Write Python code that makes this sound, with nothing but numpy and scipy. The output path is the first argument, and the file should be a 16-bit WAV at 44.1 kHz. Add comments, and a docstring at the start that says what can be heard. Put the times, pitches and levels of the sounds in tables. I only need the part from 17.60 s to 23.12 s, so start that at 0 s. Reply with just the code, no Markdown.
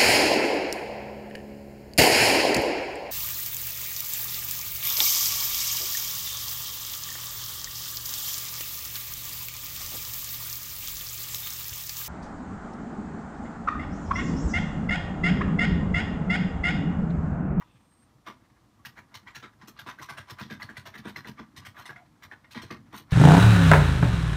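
"""In a quiet room, at a window, a cat on its perch chatters close to the microphone.
Each jaw beat excites the mouth cavity as a decaying pop and lets out filtered noise, a rough puff of air.
Harder beats thud through the perch as a sum of damped modes; short gliding tones whimper faintly among
the beats. A faint thin whistle, a wavering sine, and an airy noise band sound at the start over the hush.
Sparse echoes off glass, sill and walls follow the sounds of the mouth."""
import sys
import numpy as np
from scipy import signal
from scipy.fft import rfft, irfft
from scipy.io import wavfile
from scipy.ndimage import uniform_filter1d

SR = 44100
rng = np.random.default_rng(int(sys.argv[2]) if len(sys.argv) > 2 else 0)


def unload_wav(signal):
    """Save mono or channel-first audio to the path in sys.argv[1] as 16-bit WAV at rate SR, clipped to [-1, 1]."""
    wavfile.write(
        sys.argv[1],
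        SR,
        np.round(np.clip(np.atleast_2d(signal).T, -1, 1) * 32767).astype(np.int16),
    )


N = 243431  # samples
T = np.arange(N) / SR  # s


def gain_of(db):
    """Level definition: amplitude ratio of a level in dB."""
    return 10 ** (np.asarray(db) / 20)


def evened(x):
    """Normalisation to unit effective value (rms)."""
    return x / np.sqrt(np.mean(x ** 2) + 1e-20)


def drift(shape, size):
    """Low-pass random modulation: a moving average of noise over size samples, at rms 1."""
    return evened(uniform_filter1d(rng.standard_normal(shape), size=size))


def read(points, hz):
    """Interpolation of a spectrum along a logarithmic frequency axis."""
    f, value = np.transpose(points)
    return np.interp(np.log(hz + 1), np.log(f + 1), value)


def add(mix, s, sound):
    """Linear superposition: adds a sound to the mix from time s, cut at the end."""
    part = mix[round(s * SR):][:len(sound)]
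    part += sound[:len(part)]


def coloured(x, gain):
    """Linear filtering by a gain that is a function of frequency, to rms 1."""
    spectrum = rfft(x) * gain(np.fft.rfftfreq(len(x), 1 / SR))
    return evened(irfft(spectrum, len(x)))


def peak(hz, centre_hz, width_hz):
    """Lorentzian resonance curve, 1 at its centre and one half at the edges of its width."""
    return 1 / (1 + (2 * (hz - centre_hz) / width_hz) ** 2)


def step(hz, edge_hz):
    """Steep high-pass response: a smooth rise from 0 to 1 around the edge."""
    return 1 / np.sqrt(1 + (edge_hz / (hz + 1)) ** 12)


def lumpy(level, gain, lumps_db, size):
    """Amplitude modulation: coloured noise that follows a level and comes in lumps."""
    lumps = gain_of(lumps_db * drift(N, size))
    return level * evened(lumps * coloured(rng.standard_normal(N), gain))


def lingering(events, rest_db, share_db, linger_s):
    """Energy addition: a level that each event kicks up and that sinks back to rest."""
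    power = gain_of(2 * rest_db) * np.ones(N)
    age = T[:SR] / linger_s
    for s, db, *_ in events:
        add(power, s, gain_of(2 * (db + share_db)) * age * np.exp(1 - age))
    return np.sqrt(power)


def tone(curve, wobble_hz, rough_db):
    """Frequency modulation: a thin wavering sine whose phase integrates its frequency."""
    s, hz, db = np.transpose(curve)
    t = np.arange(s[0], s[-1], 1 / SR)
    wobble, rough = drift((2, len(t)), 300)
    wave = np.sqrt(2) * np.sin(2 * np.pi * np.cumsum(np.interp(t, s, hz) + wobble_hz * wobble) / SR)
    level = gain_of(np.interp(t, s, db) + rough_db * rough)
    return s[0], level * wave * signal.windows.tukey(len(t), .2)


# spectrum of the room's hush: f/Hz, relative level per Hz/dB
HUSH_SPECTRUM = [(15, -54), (25, -34), (48, 2.5), (86, -6), (133, -1), (152, -45), (298, -7), (411, -19.5),
                 (484, -14), (524, -17), (1210, -15.5), (1540, -27), (5760, -29.5), (6410, -31),
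                 (15600, -40)]


def room_hush():
    """Stationary random noise: shaped by the room's spectrum, at -65 dB."""
    return gain_of(-65) * coloured(rng.standard_normal(N), lambda f: gain_of(read(HUSH_SPECTRUM, f)))


AIRY_DB, AIRY_FADE_DB_PER_S, AIRY_END_S = -71.5, -19, 0.24


def airy_band():
    """Band-limited noise: two resonances colour a faint breathy sound that ends early."""
    level = gain_of(AIRY_DB + AIRY_FADE_DB_PER_S * T) / (1 + (T / AIRY_END_S) ** 10)
    return lumpy(level, lambda f: peak(f, 2580, 500) + peak(f, 3450, 400), 1.6, size=1500)


RUMBLE_DB = -65.5  # at rest
TREMBLE_DB, TREMBLE_S = -23.5, 0.069  # share of each thud that lingers, and how long


def perch_rumble():
    """Modal filtering: noise through the low perch modes, stirred up by each thud."""
    def low_modes(f):
        return step(f, 43) * sum(gain_of(db) * peak(f, mode, 60) for mode, db in PERCH_MODES if mode < 330)

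    return lumpy(lingering(THUD_EVENTS, RUMBLE_DB, TREMBLE_DB, TREMBLE_S), low_modes, 2.5, size=900)


# spectrum of the puffed air: f/Hz, relative level per Hz/dB
PUFF_SPECTRUM = [(240, -9), (400, 2.5), (466, -19.5), (544, -0.5), (653, 0.5), (750, 3.5), (1150, 6.5),
                 (1430, 3.5), (1970, 5.5), (2600, -6), (3640, -7), (4870, -14), (5590, -12.5), (7360, -26),
                 (15600, -30)]
# resonances of head and nook: f/Hz, width/Hz, lift/dB
HEAD_RINGS = [(984, 57, 5), (1174, 20, 5.5), (1421, 77, 4), (1662, 35, 5), (2000, 29, -3), (4076, 61, 8),
              (9200, 910, 0.5), (10500, 260, -14), (13800, 6100, 5)]


def throat(hz):
    """Source-filter principle: the puff's spectrum lifted by the resonances of head and nook."""
    return gain_of(read(PUFF_SPECTRUM, hz) + sum(db * peak(hz, f, w) for f, w, db in HEAD_RINGS))


OPENING_DB, OPENING_S = -15.5, 0.0068  # level relative to the beat, time constant of the rise


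def mouth_opening():
    """Exponential growth: the level of the rustling mouth creeps up to each beat and stops there."""
    level = np.zeros(N + SR)  # one spare second in front
    time_left = T[:SR // 10][::-1]
    for s, db, *_ in JAW_BEATS:
        add(level, s + .9, gain_of(db + OPENING_DB) * np.exp(-time_left / OPENING_S))
    return level[SR:]


RUSTLE_DB = -75  # at rest
STIR_DB, STIR_S = -33.5, 0.082  # share of each beat that lingers, and how long


def rustle():
    """Source-filter principle: throat-coloured noise that swells before and lingers after each beat."""
    level = lingering(JAW_BEATS, RUSTLE_DB, STIR_DB, STIR_S) + mouth_opening()
    return lumpy(level, lambda f: throat(f) * step(f, 600), 3.5, size=700)


FIZZ_HZ, HISS_HZ = (3000, 6000), (7600, 14500)  # teeth and lips whistle anywhere in these ranges
HISS_LIFT_DB, CHOP_DB = 6, 2  # hiss resonance; ragged bursts of air across all regions
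SWELL_S, SWELL_PER_POP = 0.016, -0.39  # a hard pop lets the air out sooner: dB of swell time per dB of pop


def beat(effort_db, cavity_hz, pop_db, pop_hz, fizz_db, hiss_db, t60):
    """Impulse-excited cavity: a pop as the jaw snaps, with wet crackling air in three swelling bands."""
    t = np.arange(9000) / SR
    hold = SWELL_S * gain_of(SWELL_PER_POP * pop_db)
    flutter = gain_of(1.1 * drift((3, len(t)), 130)) * gain_of(CHOP_DB * drift(len(t), 200))

    # tongue, teeth and lips never sit twice alike: chance resonances
    gaps_hz = np.geomspace(700, 15000, num=70)
    gaps = np.transpose([gaps_hz, 3.58 * rng.standard_normal(len(gaps_hz))])
    snaps = (rng.random(len(t)) < 400 / SR) * rng.laplace(size=len(t))  # saliva threads break
    f = np.fft.rfftfreq(len(t), 1 / SR)
    air = rfft(rng.standard_normal(len(t)) + 0.36 * evened(snaps))
    air = air * throat(f) * gain_of(read(gaps, f))

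    def region(share, centre_hz, width_hz, lift_db, lead, quick):
        """Resonant band: starts at the share lead, more softly after a weak pop, then swells and decays."""
        onset = 1 - np.exp(-t / (0.00037 * gain_of(-.6 * pop_db)))
        swell = np.clip(lead + (1 - lead) * t / hold, 0, 1)
        fade = gain_of(-60 * np.maximum(t - hold, 0) / (t60 * quick))
        band = air * share * gain_of(lift_db * peak(f, centre_hz, width_hz))
        return evened(irfft(band, len(t))) * onset * swell * fade

    # smooth crossovers between the three bands
    above_body, above_fizz = step(f, 2760), step(f, 7000)
    body_share = step(f, 386) * np.sqrt(1 - above_body ** 2) * gain_of(2.9 * peak(f, pop_hz, 280))
    fizz_share = above_body * np.sqrt(1 - above_fizz ** 2)
    body = region(body_share, cavity_hz, 145, 7.5, 0.56, 0.95)
    fizz = gain_of(fizz_db) * region(fizz_share, rng.uniform(*FIZZ_HZ), 310, 3.9, 0.53, 0.96)
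    hiss = gain_of(hiss_db) * region(above_fizz, rng.uniform(*HISS_HZ), 1300, HISS_LIFT_DB, 0.41, 0.82)

    ringing = np.sin(2 * np.pi * pop_hz * t) + 0.42 * np.sin(2 * np.pi * cavity_hz * t)
    pop = gain_of(pop_db - 60 * t / 0.02) * (1 - np.exp(-t / 0.0016)) * ringing
    pop = pop + 0.092 * np.roll(pop, round(0.013 * SR))  # the pop echoes faintly off the glass 13 ms later
    puff = (flutter * [body, fizz, hiss]).sum(0)
    return gain_of(effort_db) * (1.2 * pop + 0.72 * puff)


# jaw beats: t/s, effort level/dB, cavity f/Hz, pop level/dB, pop f/Hz, fizz level/dB, hiss level/dB,
# nominal decay time T60/s; pop, fizz and hiss relative to effort, before the fixed weights in beat()
JAW_BEATS = [(.01, -48, 990, 3, 1190, -24, -26, 0.049), (0.664, -39, 1170, -4, 1050, -10.5, -20.5, 0.19),
             (1.25, -45, 1920, 14.5, 1670, -0.5, -4.5, 0.17),
             (1.369, -45, 1940, -10, 1650, -16.5, -21, 0.13), (1.511, -52.5, 950, -4, 1240, -25, -27, 0.1),
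             (1.542, -44.5, 970, 8.5, 2120, 1, -8, 0.16), (1.655, -59, 920, -1, 930, -14, -43, 0.068),
             (1.671, -42.5, 1980, 3, 1950, -13, -25, 0.18), (1.748, -43.5, 1700, 7, 1760, -1.5, -8.5, 0.21),
             (1.826, -39.5, 1310, 4, 1710, -10.5, -28, 0.16), (2.014, -49, 1030, 4, 1860, -9.5, -26, 0.17),
             (2.073, -52, 1240, 1, 1250, -0.5, -1, 0.12), (2.165, -55, 1190, 12, 1240, -4.5, -24, 0.38),
             (2.189, -43, 1510, 9.5, 1615, -3.5, -10.5, 0.14),
             (2.263, -39.5, 1290, 4, 1110, -10.5, -20, .24), (2.287, -39, 1360, 10, 1185, -6.5, -16, 0.14),
             (2.387, -43, 1540, 6.5, 1570, -13.5, -20.5, 0.11), (2.414, -43.5, 1040, 6, 1030, -5, -8, 0.21),
             (2.488, -36, 1610, 2.5, 1540, -12, -17.5, 0.19), (2.572, -38.5, 1600, 2, 1680, -6, -15, .15),
             (2.669, -49, 990, -17, 1680, -10, -18, 0.27), (2.698, -45, 1650, 8, 1160, 0, -5.5, 0.12),
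             (2.785, -38, 1600, -6, 2120, -11, -17.5, 0.12), (2.81, -46.5, 1590, 14.5, 1030, 3, -13, 0.2),
             (2.9, -41, 1570, -11, 1670, -6.5, -19, 0.18), (2.999, -43, 1220, 0, 1680, -18, -21, 0.19),
             (3.019, -42, 1680, 18, 2000, -2.5, -13.5, 0.16),
             (3.091, -42.5, 1600, 15, 1680, -16.5, -20.5, 0.17),
             (3.168, -42, 1490, 14.5, 2000, -4, -11.5, 0.16),
             (3.255, -43, 1620, -1.5, 1700, -5, -12.5, 0.16), (3.34, -41, 1740, 1.5, 2040, -13.5, -20, 0.2),
             (3.376, -49.5, 2310, 12.5, 1900, 0, -8.5, 0.13),
             (3.446, -40.5, 1250, -13, 1620, -11.5, -22.5, 0.11),
             (3.477, -47, 1450, 4, 1490, -2, -11.5, 0.17), (3.56, -39, 1696, 17, 2040, -6, -14, .18),
             (3.646, -44.5, 1610, 14, 1960, -12, -26, 0.22), (3.67, -46, 990, 7, 1720, -3, -8.5, 0.17),
             (3.78, -41.5, 1120, 1, 2260, -13.5, -30, .18), (3.963, -46.5, 1150, 0, 2240, 2.5, -5, 0.12),
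             (4.018, -55.5, 1130, 9, 1040, -6, -28, 0.16), (4.05, -43.5, 2080, 4, 1680, -4.5, -8.5, 0.17),
             (4.145, -51.5, 1210, -6, 1130, -22, -23, 0.17), (4.167, -43.5, 1180, 7, 1670, -14, -19, 0.33),
             (4.188, -46.5, 1160, 10, 1335, -3.5, -8, 0.15), (4.255, -45, 1960, 8, 1960, -3.5, -11.5, 0.19),
             (4.293, -39.5, 1620, 11, 1585, -16, -25, 0.15),
             (4.361, -45.5, 1410, 12.5, 2094, -18, -26, 0.16),
             (4.624, -46.5, 1270, 0, 1990, -5.5, -10, 0.13),
             (4.714, -41.5, 1730, 10.5, 1760, -16.5, -29, .15),
             (4.844, -57, 1890, 15.5, 2100, -14, -27, 0.16), (4.908, -53, 2370, 6, 1600, 3, -3.5, 0.16),
             (4.946, -40.5, 1120, 0, 2280, -5, -25, 0.38), (5.017, -50.5, 1680, 7, 1560, 2.5, -6, 0.2),
             (5.104, -38, 1220, 6.5, 1810, -9, -22, 0.18), (5.326, -42, 1000, -7, 1090, -11.5, -20, 0.15),
             (5.353, -49.5, 1050, -12, 1510, 2, -1.5, 0.16), (5.474, -61, 1170, -3, 1720, -36, -24, 0.21),
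             (5.507, -44, 1130, -3, 1720, 1.5, -7.5, 0.11)]


def chatter():
    """Linear superposition: every jaw beat at its own time."""
    mouth = np.zeros(N)
    for s, *how in JAW_BEATS:
        add(mouth, s, beat(*how))
    return mouth


def nook(x):
    """Reverberation by convolution: sparse random-sign echoes off glass, sill and walls; lows last longest."""
    at = np.arange(60, SR // 3, 20)
    taps = np.zeros(SR // 3 + 20)
    taps[at + rng.integers(0, 20, len(at))] = rng.choice([-1., 1.], len(at))
    hz, t, z = signal.stft(taps, SR, nperseg=256)
    t60 = read([(500, 0.3), (3000, 0.074), (12000, 0.17)], hz)[:, None]  # f/Hz, T60/s
    tail = signal.istft(z * gain_of(-60 * t / t60), SR, nperseg=256)[1]
    return signal.fftconvolve(x, tail / np.linalg.norm(tail))[:N]


# course of the whistle: t/s, f/Hz, level/dB
WHISTLE_CURVE = [(.09, 8350, -81), (.2, 8500, -83), (.3, 8530, -75), (.4, 8500, -70), (.44, 8690, -71),
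                 (.458, 8700, -82), (.465, 8670, -88), (.51, 8750, -87)]


def whistle():
    """Frequency modulation: a faint, thin, high sine that wavers."""
    return tone(WHISTLE_CURVE, 13, 2.4)


LOW_LAG_S = 0.0055  # the low modes answer after the knock
THUD_T60_S, MIDDLE_THUD_DB = 0.14, -47  # decay time at 200 Hz for a thud of this level
T60_PER_DB = -0.0531  # hard thuds are damped sooner: dB of decay time per dB of level
# modes of the perch: f/Hz, level/dB
PERCH_MODES = [(95, 3.5), (133, 4.5), (185, -3.5), (217, 3.5), (255, -2), (310, 0), (350, 0.5), (405, -4.5),
               (458, -2), (540, -14.5), (640, -6.5)]


def thud(level_db, loudest_hz, knock_db):
    """Modal superposition: modes ring and beat; high ones arrive and die first, so pitch seems to sag."""
    t = np.arange(16000) / SR
    hz, db = np.transpose(PERCH_MODES)[..., None]
    low = hz < 300
    t60 = THUD_T60_S * gain_of(T60_PER_DB * (level_db - MIDDLE_THUD_DB))
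    weights = gain_of(db + np.where(low, 15.55 * peak(hz, loudest_hz, 122) - 7.5, knock_db))
    # each mode needs a cycle or so to build
    build = 1 - np.exp(-(np.maximum(t - LOW_LAG_S * low, 0) * hz / 0.77) ** 2)
    decay = gain_of(-60 * t / t60 * (hz / 200) ** 0.16)
    turns = hz * rng.uniform(.96, 1.04, hz.shape) * t + .3 * rng.random(hz.shape)
    ring = weights * build * decay * np.sin(2 * np.pi * turns)
    return gain_of(level_db) * .5 * ring.sum(0)


# knocks through the perch: t/s, level/dB (before the fixed weight in thud()), loudest f/Hz,
# level of the upper modes/dB relative to the knock
THUD_EVENTS = [(0.137, -52.5, 121, -14), (0.539, -56, 132, -5.5), (0.675, -44, 234, 3),
               (1.257, -48, 138, -17), (1.377, -49.5, 202, -5), (1.545, -50, 101, -26),
               (1.76, -46.5, 117, -5), (1.83, -48, 220, 6), (2.026, -45.5, 204, -7), (2.079, -46.5, 260, 0),
               (2.204, -50, 134, -10), (2.262, -39, 275, -2.5), (2.399, -47.5, 122, 2.5),
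               (2.499, -46.5, 134, 0), (2.579, -44, 107, -10.5), (2.705, -41, 104, -3),
               (2.805, -33, 179, -11), (2.843, -39, 198, -12), (2.906, -33, 208, -4), (2.938, -50, 253, 1),
               (3.029, -42.5, 103, -13), (3.091, -45.5, 217, 1), (3.17, -42, 114, -11),
               (3.261, -46, 100, -9), (3.349, -46.5, 226, 1), (3.385, -38.5, 189, -12),
               (3.452, -33, 222, -.5), (3.485, -39, 238, -4), (3.566, -45.5, 100, 2),
               (3.652, -45, 221, 2.5), (3.684, -34.5, 196, -7), (3.794, -36, 224, -2.5),
               (3.971, -42, 96, -11), (4.062, -43, 93, -17), (4.174, -48.5, 106, -7),
               (4.288, -47, 131, 5.5), (4.443, -72, 129, -14), (4.644, -49, 84, -14),
               (4.718, -54.5, 98, 5.5), (4.909, -54, 81, -11), (4.955, -30.5, 245, -7),
               (5.029, -42, 109, 2), (5.105, -33, 236, 0), (5.144, -42.5, 204, -1), (5.2, -56, 139, -4),
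               (5.333, -39.5, 220, -1), (5.398, -50, 129, 2.5)]


def perch_thuds():
    """Linear superposition: every knock through the perch at its own time."""
    perch = np.zeros(N)
    for s, *how in THUD_EVENTS:
        add(perch, s, thud(*how))
    return perch


# faint whimpers among the beats: start t/s, length t/s, start f/Hz, end f/Hz, level/dB
WHIMPER_GLIDES = [(1.19, .03, 1150, 1115, -66), (4.15, .1, 1232, 1090, -64), (4.31, .135, 730, 700, -61),
                  (4.2, .055, 4190, 4130, -66)]


def whimpers():
    """Linear frequency glide: short slides of the voice, each with its start time."""
    for start, length, start_hz, end_hz, db in WHIMPER_GLIDES:
        yield tone([(start, start_hz, db), (start + length, end_hz, db)], 25, 3.8)


def scene():
    """Linear superposition: mouth sounds with their echoes, perch and background noises."""
    mouth = chatter()
    add(mouth, *whistle())
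    for start, voice in whimpers():
        add(mouth, start, voice)
    echoes = gain_of(-12.5) * nook(mouth)
    background = room_hush() + airy_band() + perch_rumble() + rustle()
    return (mouth + echoes + perch_thuds() + background)[None]


def record(dry):
    """Band limitation: the microphone drops the deep bass below 55 Hz; a low-pass ends the treble."""
    thin = signal.sosfilt(signal.butter(2, 55, "high", fs=SR, output="sos"), dry)
    low_pass = signal.firwin(511, 15600, window=("kaiser", 9), fs=SR)  # edge in Hz
    return signal.oaconvolve(thin, low_pass[None], "same")


dry = scene()
out = record(dry)
unload_wav(out)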